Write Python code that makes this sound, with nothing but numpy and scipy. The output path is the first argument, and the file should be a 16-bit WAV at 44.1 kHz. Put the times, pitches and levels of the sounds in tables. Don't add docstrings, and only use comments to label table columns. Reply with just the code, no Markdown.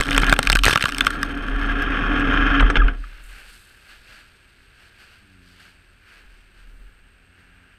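import sys
import numpy as np
from scipy import signal
from scipy.fft import rfft, irfft, next_fast_len
from scipy.io import wavfile

SR = 44100
rng = np.random.default_rng(int(sys.argv[2]) if len(sys.argv) > 2 else 0)


def generate_wav(sig):
    pcm = np.round(np.clip(np.atleast_2d(sig).T, -1, 1) * 32767).astype(np.int16)
    wavfile.write(sys.argv[1], SR, pcm)


N = 343098

# frequency in Hz, width in Hz, relative level in dB.
CASE_MODES = [(1154, 80, -1), (1240, 110, -8), (1375, 130, 3), (1622, 167, 0), (2080, 230, -9),
              (2474, 260, -4), (2720, 160, -10), (3086, 240, -0.5), (3582, 80, -8), (4100, 320, -20),
              (5290, 310, -12.5), (6300, 270, -4.5), (7950, 760, -11.5), (10900, 910, -16)]
HIGH_MODES_ABOVE_HZ = 4000
# frequency in Hz, relative level in dB.
THUD_SPECTRUM = [(60, 3), (130, 4.5), (300, -2.5), (600, -5), (850, -4.5), (1300, -9), (3500, -70.5)]
# time in seconds, relative level in dB.
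GROUND_LOAD = [(0.0, -16), (0.04, -47), (0.08, -28.5), (0.27, -29.5), (0.62, -41.5), (0.66, -49.5),
               (0.9, -40), (1.04, -32), (1.1, -37), (1.16, -32.5), (1.39, -33.5), (2.08, -26),
               (2.25, -24.5), (2.3, -23), (2.88, -31), (3.1, -71)]
# start and hold in seconds, relative soil and grit levels in dB.
SPRAYS = [(0.0, 0.0045, -27, -32), (0.058, 0.018, -30.5, -44), (0.113, 0.11, -27, -40.5),
          (0.239, 0.078, -21.5, -42.5), (0.444, 0.048, -30.5, -47), (0.667, 0.066, -25, -32.5),
          (0.812, 0.064, -33, -39), (0.964, 0.19, -37.5, -51.5)]
SPRAY_ATTACK_S, SPRAY_RELEASE_S = 0.016, 0.016


def from_db(db):
    return 10 ** (np.asarray(db) / 20)


def rms_one(x):
    return x / np.sqrt(np.mean(x ** 2) + 1e-20)


def gains(rows, fade_s=0.1):
    s, *columns = np.transpose(rows)
    t = np.arange(N) / SR
    outside = np.maximum(s[0] - t, 0) + np.maximum(t - s[-1], 0)
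    fade = np.exp(-np.minimum(outside / fade_s, 20))
    return [from_db(np.interp(t, s, db)) * fade for db in columns]


def swells(rows, attack_s, release_s):
    t = np.arange(N) / SR
    power = 0
    for s, hold_s, *levels_db in rows:
        away = np.maximum(s - t, 0) / attack_s + np.maximum(t - s - hold_s, 0) / release_s
        power = power + from_db(levels_db)[:, None] ** 2 * np.exp(-2 * np.minimum(away, 20))
    return np.sqrt(power)


def dying(start_s, db, fall_db_per_s, attack_s=0.08):
    age = np.arange(N) / SR - start_s
    return from_db(db - fall_db_per_s * np.maximum(age, 0)) * np.exp(np.clip(age / attack_s, -20, 0))


def drift(rate, step=40):
    r = np.exp(-2 * np.pi * rate * step / SR)
    slow = signal.lfilter([1], [1, -2 * r, r * r], rng.standard_normal(N // step + 2002))[2000:]
    return np.interp(np.arange(N) / step, np.arange(len(slow)), rms_one(slow))


def colour(x, spectrum):
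    size = 2 * next_fast_len(N // 2 + SR // 8)
    hz, db = np.transpose(spectrum)
    bin_hz = np.arange(size // 2 + 1) * SR / size
    gain = rms_one(from_db(np.interp(np.log(bin_hz + 1), np.log(hz), db)))
    cepstrum = irfft(np.log(gain))
    cepstrum[1:size // 2] *= 2
    cepstrum[size // 2 + 1:] = 0
    return irfft(rfft(x, size) * np.exp(rfft(cepstrum)))[:N]


def noise(spectrum):
    return rms_one(colour(rng.standard_normal(N), spectrum))


def resonate(x, modes):
    out = 0
    for hz, width, db in modes:
        r = np.exp(-np.pi * width / SR)
        poles = [1, -2 * r * np.cos(2 * np.pi * hz / SR), r * r]
        out = out + from_db(db) * signal.lfilter([1, 0, -1], poles, x + 1e-18) * (1 - r * r) / 2
    return rms_one(out)


def grains(per_s, spread_db):
    sizes = from_db(spread_db * np.minimum(rng.exponential(1, N), 4)) * rng.choice([-1, 1], N)
    return rms_one(sizes * (rng.random(N) < per_s / SR))


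def patter(spectrum, per_s, spread_db):
    return rms_one(colour(grains(per_s, spread_db), spectrum))


def glide(rows, harmonics, jitter, fade_s):
    s, hz, db = np.transpose(rows)
    level, = gains(np.c_[s, db], fade_s)
    pitch_hz = np.interp(np.arange(N) / SR, s, hz) * (1 + jitter * drift(51.7))
    phase = 2 * np.pi * np.cumsum(pitch_hz) / SR
    return level * np.sqrt(2) * sum(from_db(k_db) * np.sin(k * phase) for k, k_db in harmonics)


def background(air_db=-59.0, whine_db=-75.0, whine_hz=8380):
    # frequency in Hz, relative level in dB.
    air_spectrum = [(18, -36), (30, -3.5), (65, 1), (90, -2), (155, -13.5), (226, -11.5), (279, -18.5),
                    (372, -13), (534, -23), (1100, -28.5), (1430, -50.5), (2420, -120)]
    whine = resonate(rng.standard_normal(N), [(whine_hz, 120, 0)])
    return from_db(air_db) * noise(air_spectrum) + from_db(whine_db) * whine


def slide(drone_db=0.5, rumble_db=-7.5, judder_db=2.0, earth_thud_db=-13.5):
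    # time in seconds, dB relative to the load.
    fairing_bite = [(0.4, -1), (1.15, 0), (1.85, 3.5), (2.25, 1.5), (2.6, 6.5), (2.74, -2.5), (2.96, -0.5)]
    # frequency in Hz, width in Hz, relative level in dB.
    body_modes = [(244, 10, -7), (277.1, 14, 6), (396, 40, -14), (580, 46, -36), (699, 16, -12),
                  (825.5, 9.1, -16.5)]
    # frequency in Hz, relative level in dB.
    rumble_spectrum = [(45, -20), (70, 8), (120, 1), (200, 3.5), (300, -35.5), (380, -3), (600, -11.5),
                       (900, -32), (4000, -57.5)]
    # frequency in Hz, relative gain in dB.
    soil_spectrum = [(100, -29), (700, -1.5), (950, -12.5), (1100, -3.5), (1650, 5), (2100, -1), (2500, -3),
                     (3200, -7.5), (3600, -13.5), (4000, -26), (5200, -17.5), (7000, -38), (11500, -41.5),
                     (15000, -56.5)]
    # frequency in Hz, relative gain in dB.
    grit_spectrum = [(1500, -29), (3500, -5.5), (4300, 1.5), (5200, 0), (6300, -9.5), (7300, -14),
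                     (8200, -6.5), (11200, -8.5), (15000, -16.5)]
    load, = gains(GROUND_LOAD)
    bite, = gains(fairing_bite)
    soil, grit = swells(SPRAYS, SPRAY_ATTACK_S, SPRAY_RELEASE_S)
    scraping = np.hypot(load * bite, soil)
    grit = np.hypot(grit, dying(0, db=-46, fall_db_per_s=6))
    pressure = from_db(judder_db * drift(60))
    soil_contacts = grains(per_s=3200, spread_db=2.5) * pressure
    friction = rms_one(colour(resonate(soil_contacts, CASE_MODES), soil_spectrum))
    lowpass = signal.butter(4, 1100, fs=SR, output="sos")
    body = resonate(signal.sosfilt(lowpass, grains(per_s=6000, spread_db=1.5)), body_modes)
    grit_contacts = grains(per_s=630, spread_db=4.0) * pressure
    sand = rms_one(colour(resonate(grit_contacts, CASE_MODES), grit_spectrum))
    rumble = from_db(drone_db) * body + from_db(rumble_db) * noise(rumble_spectrum)
    thuds = from_db(earth_thud_db) * patter(THUD_SPECTRUM, per_s=1200, spread_db=2.0)
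    return scraping * friction + load * rumble + grit * sand + soil * thuds


def sway(wander_hz, mount_hz=38.8):
    return np.sqrt(2) * np.sin(2 * np.pi * np.cumsum(mount_hz + wander_hz * drift(8)) / SR)


def mount_shake(sway_db=-1.5, buffet_db=-11.5, follow_db=3.5):
    # start and hold in seconds, relative level in dB.
    mount_jolts = [(0.16, 0.047, -16.5), (0.28, 0.029, -14.5), (0.49, 0.16, -16.5), (1.5, 0.27, -22.5),
                   (2.4, 0.13, -20.5), (2.625, 0.021, -7.5), (2.79, 0.068, -9), (2.97, 0.047, -27)]
    load, = gains(GROUND_LOAD)
    jolts, = swells(mount_jolts, attack_s=0.017, release_s=0.039)
    swing = np.hypot(from_db(follow_db) * load, jolts)
    buffet = noise([(15, 0), (35, 1), (60, -0.5), (90, -12.0), (160, -31.5), (400, -46.5), (1000, -91.0)])
    return swing * (from_db(sway_db) * sway(wander_hz=1.3) + from_db(buffet_db) * buffet)


def blows(rows, contact_s, crack_s, thud_s, ring_db, crack_db, splinter_db, thud_db,
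          focus_octaves=0.68, scatter_db=2.0):
    t = np.arange(SR // 20) / SR
    attack = t < .004
    hz, width, mode_db = np.transpose(CASE_MODES)
    high = hz > HIGH_MODES_ABOVE_HZ
    modes = np.cos(2 * np.pi * np.outer(hz, t)) * np.exp(-np.pi * np.outer(width, t))
    wall = np.vstack([signal.butter(4, 1350, "high", fs=SR, output="sos"),
                      signal.butter(8, 3350, fs=SR, output="sos")])
    ringing, cracks, thuds = np.zeros((3, N))

    def at_level(x, db):
        return x[:len(t)] * from_db(db) / np.sqrt(np.mean(x[:len(t)][attack] ** 2))

    for s, level_db, centre_hz, sharp_db, low_db in rows:
        size, coupling = rng.standard_normal((2, len(hz)))
        crumbs, snap, push = rng.standard_normal((3, len(t)))
        off_centre = 1 + (np.log2(hz / centre_hz) / focus_octaves) ** 2
        strength = from_db(mode_db + scatter_db * size) * np.sign(coupling) / off_centre
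        contact = crumbs * np.exp(-t / contact_s)
        ring = signal.sosfilt(wall, signal.fftconvolve((strength * ~high) @ modes, contact))
        crack = snap * np.exp(-t / crack_s)
        splinter = signal.fftconvolve((coupling * high) @ modes, crack)
        sharp = at_level(crack, crack_db) + at_level(splinter, splinter_db)
        span = slice(round(s * SR), round(s * SR) + len(t))
        ringing[span] += at_level(ring, level_db + ring_db)
        cracks[span] += from_db(level_db + sharp_db) * sharp
        thuds[span] += at_level(push * np.exp(-t / thud_s), level_db + low_db + thud_db)
    # frequency in Hz, relative level in dB.
    crack_spectrum = [(2200, -14), (3300, 4), (4300, 0.5), (5500, -1), (7100, -9), (8300, 0),
                      (10000, -12.5), (12000, -10.5), (15000, -21), (17000, -24)]
    return ringing + colour(cracks, crack_spectrum) + colour(thuds, THUD_SPECTRUM)


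def pebbles(count=60, above_grit_db=15.5, spread_db=4, centre_hz=2320, crack_db=-9.5, thud_db=-8):
    _, grit = swells(SPRAYS, SPRAY_ATTACK_S, SPRAY_RELEASE_S)
    end_s = SPRAYS[-1][0] + SPRAYS[-1][1]
    starts = (np.arange(count) + rng.random(count)) / count * end_s
    size, pitch = rng.standard_normal((2, count))
    level_db = 20 * np.log10(grit[(starts * SR).astype(int)]) + above_grit_db - spread_db * size
    ring_hz = centre_hz * 2 ** (0.25 * pitch)
    return [(s, db, hz, crack_db, thud_db) for s, db, hz in zip(starts, level_db, ring_hz)]


def stones():
    # start in seconds, level in dB, ring centre in Hz,
    # relative crack and thud levels in dB.
    stone_hits = [(0.0227, -21.5, 1768, -39, -18.5), (0.0875, -19, 2320, -25, -13),
                  (0.1152, -17.5, 2600, -22.5, -19), (0.1471, -18, 2320, -13, -19),
                  (0.1644, -17.5, 2030, -10.5, -10), (0.1784, -8.5, 2000, -10.5, -9),
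                  (0.296, -18, 2240, -5.5, -9), (0.3254, -4.5, 1930, -15, -5.5),
                  (0.3376, -19.5, 2480, -8.5, -10.5), (0.364, -22.5, 2200, -21.5, -9.5),
                  (0.3899, -11.5, 2350, -6.5, -2), (0.429, -22.5, 2180, -2.5, -18.5),
                  (0.4719, -10.5, 1550, -13.5, -19.5), (0.4994, -10.5, 2200, -6, -3),
                  (0.5193, -20, 1840, -2.5, -23.5), (0.5281, -11.5, 2150, -12, -9),
                  (0.5523, -16.5, 2350, -6, -0.5), (0.5575, -10.5, 2100, -16.5, -27),
                  (0.5692, -18, 1600, -8.5, -25), (0.5892, -19, 2820, -10, -20.5),
                  (0.6355, -13.5, 2330, -8.5, -15.5), (0.6433, -12, 2340, -9.5, -24.5),
                  (0.6536, -17.5, 2600, 0, -4.5), (0.6634, -10, 2300, -12.5, -6),
                  (0.7573, -9, 1470, -15, -10.5), (0.7746, -13.5, 2080, -10, -9),
                  (0.7945, -30, 1600, -20, -17), (0.8083, -19, 2160, -18.5, -18),
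                  (0.8243, -15.5, 2210, -7.5, -43.5), (0.839, -18, 2610, -15, -1),
                  (0.855, -9.5, 1630, -20.5, -25.5), (0.89, -23, 1600, -10.5, -28),
                  (0.9215, -22.5, 2440, -10.5, -29), (0.9465, -25, 2800, -9.5, -16),
                  (0.9827, -22, 2500, -4, -13.5), (1.0073, -8.5, 2750, -19, -34),
                  (1.048, -24.5, 2470, -9, -28), (1.0671, -7.5, 1860, -16, -19),
                  (1.105, -22, 1690, -11.5, -22), (1.2301, -14.5, 2120, -11.5, -26)]
    return blows(stone_hits + pebbles(), contact_s=0.0011, crack_s=0.0016, thud_s=0.003,
                 ring_db=0.0, crack_db=1.0, splinter_db=-10.0, thud_db=1.0)


def clods():
    # start in seconds, relative level in dB, ring centre in Hz, crack and thud offsets in dB.
    clod_hits = [(0.218, -18, 1610, -10, -27), (0.2328, -13.5, 1608, -35, -9),
                 (0.6705, -16.5, 2296, -6.5, -6.5), (0.6803, -9, 2000, -8, -5),
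                 (0.6943, -12.5, 1795, -8.5, -11.5), (0.7085, -15.5, 1900, -7, -8),
                 (0.7279, -17, 2290, -8, -5.5)]
    return blows(clod_hits, contact_s=0.0015, crack_s=0.0056, thud_s=0.0023,
                 ring_db=-1.5, crack_db=-4.0, splinter_db=-10.5, thud_db=3.5)


def grit_ticks(level_db=-1.5, scratch_s=0.0047, direct_db=-8.0):
    # start in seconds, relative peak in dB.
    grit_hits = [(1.479, -43), (1.8214, -31.5), (2.197, -34), (2.3344, -38), (2.465, -38)]
    t, out = np.arange(SR // 40) / SR, np.zeros(N)
    hz, width, mode_db = np.transpose([mode for mode in CASE_MODES if mode[0] > HIGH_MODES_ABOVE_HZ])
    modes = np.sin(2 * np.pi * np.outer(hz, t)) * np.exp(-np.pi * np.outer(width, t))
    for s, peak_db in grit_hits:
        scratch = rng.standard_normal(len(t)) * np.exp(-t / scratch_s)
        strength = rng.standard_normal(len(hz)) * from_db(mode_db)
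        ring = signal.fftconvolve(strength @ modes, scratch)[:len(t)]
        tick = rms_one(ring) + from_db(direct_db) * rms_one(np.diff(scratch, prepend=0))
        start = round(s * SR)
        out[start:start + len(t)] += from_db(peak_db + level_db) * tick / np.abs(tick).max()
    return out


def knocks():
    # start in seconds, relative level in dB, ring centre in Hz, crack and thud offsets in dB.
    ground_hits = [(2.597, -14.5, 2710, -32, -20), (2.6047, -11, 1380, -32, -6),
                   (2.6244, -18, 1700, -39, 1), (2.700, -12.5, 1400, -25, -6),
                   (2.7555, -11, 2640, -31.5, -7), (2.7663, -13.5, 2100, -28, -6),
                   (2.8811, -18.5, 1620, -30, -28), (3.038, -34, 1400, -30, -29)]
    return blows(ground_hits, contact_s=0.0055, crack_s=0.0055, thud_s=0.007,
                 ring_db=-3.0, crack_db=-13.5, splinter_db=-3.0, thud_db=0.0)


def squeak():
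    # time in seconds, pitch in Hz, relative level in dB.
    squeak_path = [(2.793, 1770, -34.5), (2.798, 1650, -21), (2.806, 1640, -18.5), (2.812, 1544, -28),
                   (2.822, 1240, -15), (2.828, 1200, -26), (2.84, 1200, -45)]
    return glide(squeak_path, harmonics=[(1, -0.5), (2, -21)], jitter=0.011, fade_s=0.0034)


def grass(rest_s=3.0, stalk_ring_db=-3.0):
    # start and hold of a brush in seconds, relative rustle and hiss levels in dB.
    brushes = [(3.03, 0.18, -50, -81), (3.32, 0.09, -46, -56), (3.48, 0.067, -53, -54),
               (3.68, 0.17, -58, -67), (3.9, 0.027, -48, -54), (4.09, 0.1, -49, -54.5),
               (4.8, 0.055, -53.5, -61.5), (5.01, 0.014, -50.5, -55), (5.11, 0.044, -54, -61),
               (5.47, 0.067, -64, -60.5), (5.6, 0.066, -51.5, -56.5), (6.09, 0.1, -51, -60.5),
               (6.3, 0.12, -62, -68), (6.59, 0.014, -55.5, -63), (7.39, 0.015, -56, -68.5),
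               (7.49, 0.25, -59, -81.5)]
    # frequency in Hz, width in Hz, relative level in dB.
    stalk_modes = [(2780, 430, -2), (4440, 430, -3.5)]
    # frequency in Hz, relative level in dB.
    rustle_spectrum = [(300, -13.5), (600, -12.5), (1050, -12.5), (1350, -2), (1620, 3), (1900, -5.5),
                       (2700, -2.5), (3200, -11), (3800, -21.5), (4600, -22.5), (5400, -27), (9000, -34.5)]
    # frequency in Hz, relative level in dB.
    hiss_spectrum = [(1800, -17), (3000, 10.5), (3800, 9.5), (4600, 10.5), (5400, -1.5), (7000, -5.5),
                     (8400, 4), (10000, -8.5), (12200, -3), (15000, -23.5), (16000, -50)]
    rustle, hiss = swells(brushes, attack_s=0.041, release_s=0.064)
    springing = from_db(stalk_ring_db) * hiss * resonate(grains(per_s=2500, spread_db=1.5), stalk_modes)
    rustle = np.hypot(rustle, dying(rest_s, db=-56.5, fall_db_per_s=0.56))
    hiss = np.hypot(from_db(-2.0) * hiss, dying(rest_s, db=-61, fall_db_per_s=2.5))
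    stalks = patter(rustle_spectrum, per_s=6000, spread_db=2.0)
    blades = patter(hiss_spectrum, per_s=3000, spread_db=3.5)
    return rustle * stalks + hiss * blades + springing


def wind(buffet_db=-4.5, calm_db=-63):
    # start and hold of a gust in seconds, relative level in dB.
    gusts = [(3.1, 0.21, -42.5), (3.92, 0.23, -56.5), (6.25, 0.11, -49.5), (6.68, 0.14, -42.5)]
    # frequency in Hz, relative level in dB.
    wind_spectrum = [(15, -3.5), (26, -15), (38, -2.5), (55, -6.5), (90, -40.5), (200, -28), (500, -39.5),
                     (2000, -56)]
    gusting, = swells(gusts, attack_s=0.056, release_s=0.17)
    force = np.hypot(gusting, from_db(calm_db))
    return force * (from_db(buffet_db) * noise(wind_spectrum) + sway(wander_hz=1.4))


def dust():
    # start and hold of a fall in seconds, level in dB.
    dust_falls = [(3.24, 0.013, -57), (3.49, 0.032, -59)]
    # frequency in Hz, relative level in dB.
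    dust_spectrum = [(4000, -22), (6000, -7), (8400, 7), (10000, 0), (12500, 0), (15500, -15)]
    falling, = swells(dust_falls, attack_s=0.02, release_s=0.25)
    return falling * patter(dust_spectrum, per_s=3300, spread_db=5.0)


def far_engine(waver_db=3.9):
    # time in seconds, firing rate in Hz, relative level in dB.
    engine_path = [(3.6, 116, -76), (4.15, 123, -76), (4.7, 131.5, -76), (5.0, 112.9, -74),
                   (5.4, 89.7, -62), (6.2, 91.8, -72), (7.1, 88.24, -70.5), (7.6, 88.7, -57)]
    # multiple of the firing rate, relative level in dB.
    engine_harmonics = [(1, -1.5), (2, -5.5), (3, -7), (4, -21)]
    drone = glide(engine_path, engine_harmonics, jitter=0.005, fade_s=0.26)
    return drone * from_db(waver_db * drift(1.1))


def scene():
    crash = slide() + mount_shake() + stones() + clods() + grit_ticks() + knocks() + squeak()
    trackside = background() + grass() + wind() + dust() + far_engine()
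    return (crash + trackside)[None]


def record(dry, cutoff_hz=15500):
    clipped = dry / (1 + dry ** 6) ** (1 / 6)
    return signal.sosfilt(signal.ellip(10, .2, 80, cutoff_hz, fs=SR, output="sos"), clipped)


dry = scene()
out = record(dry)
generate_wav(out)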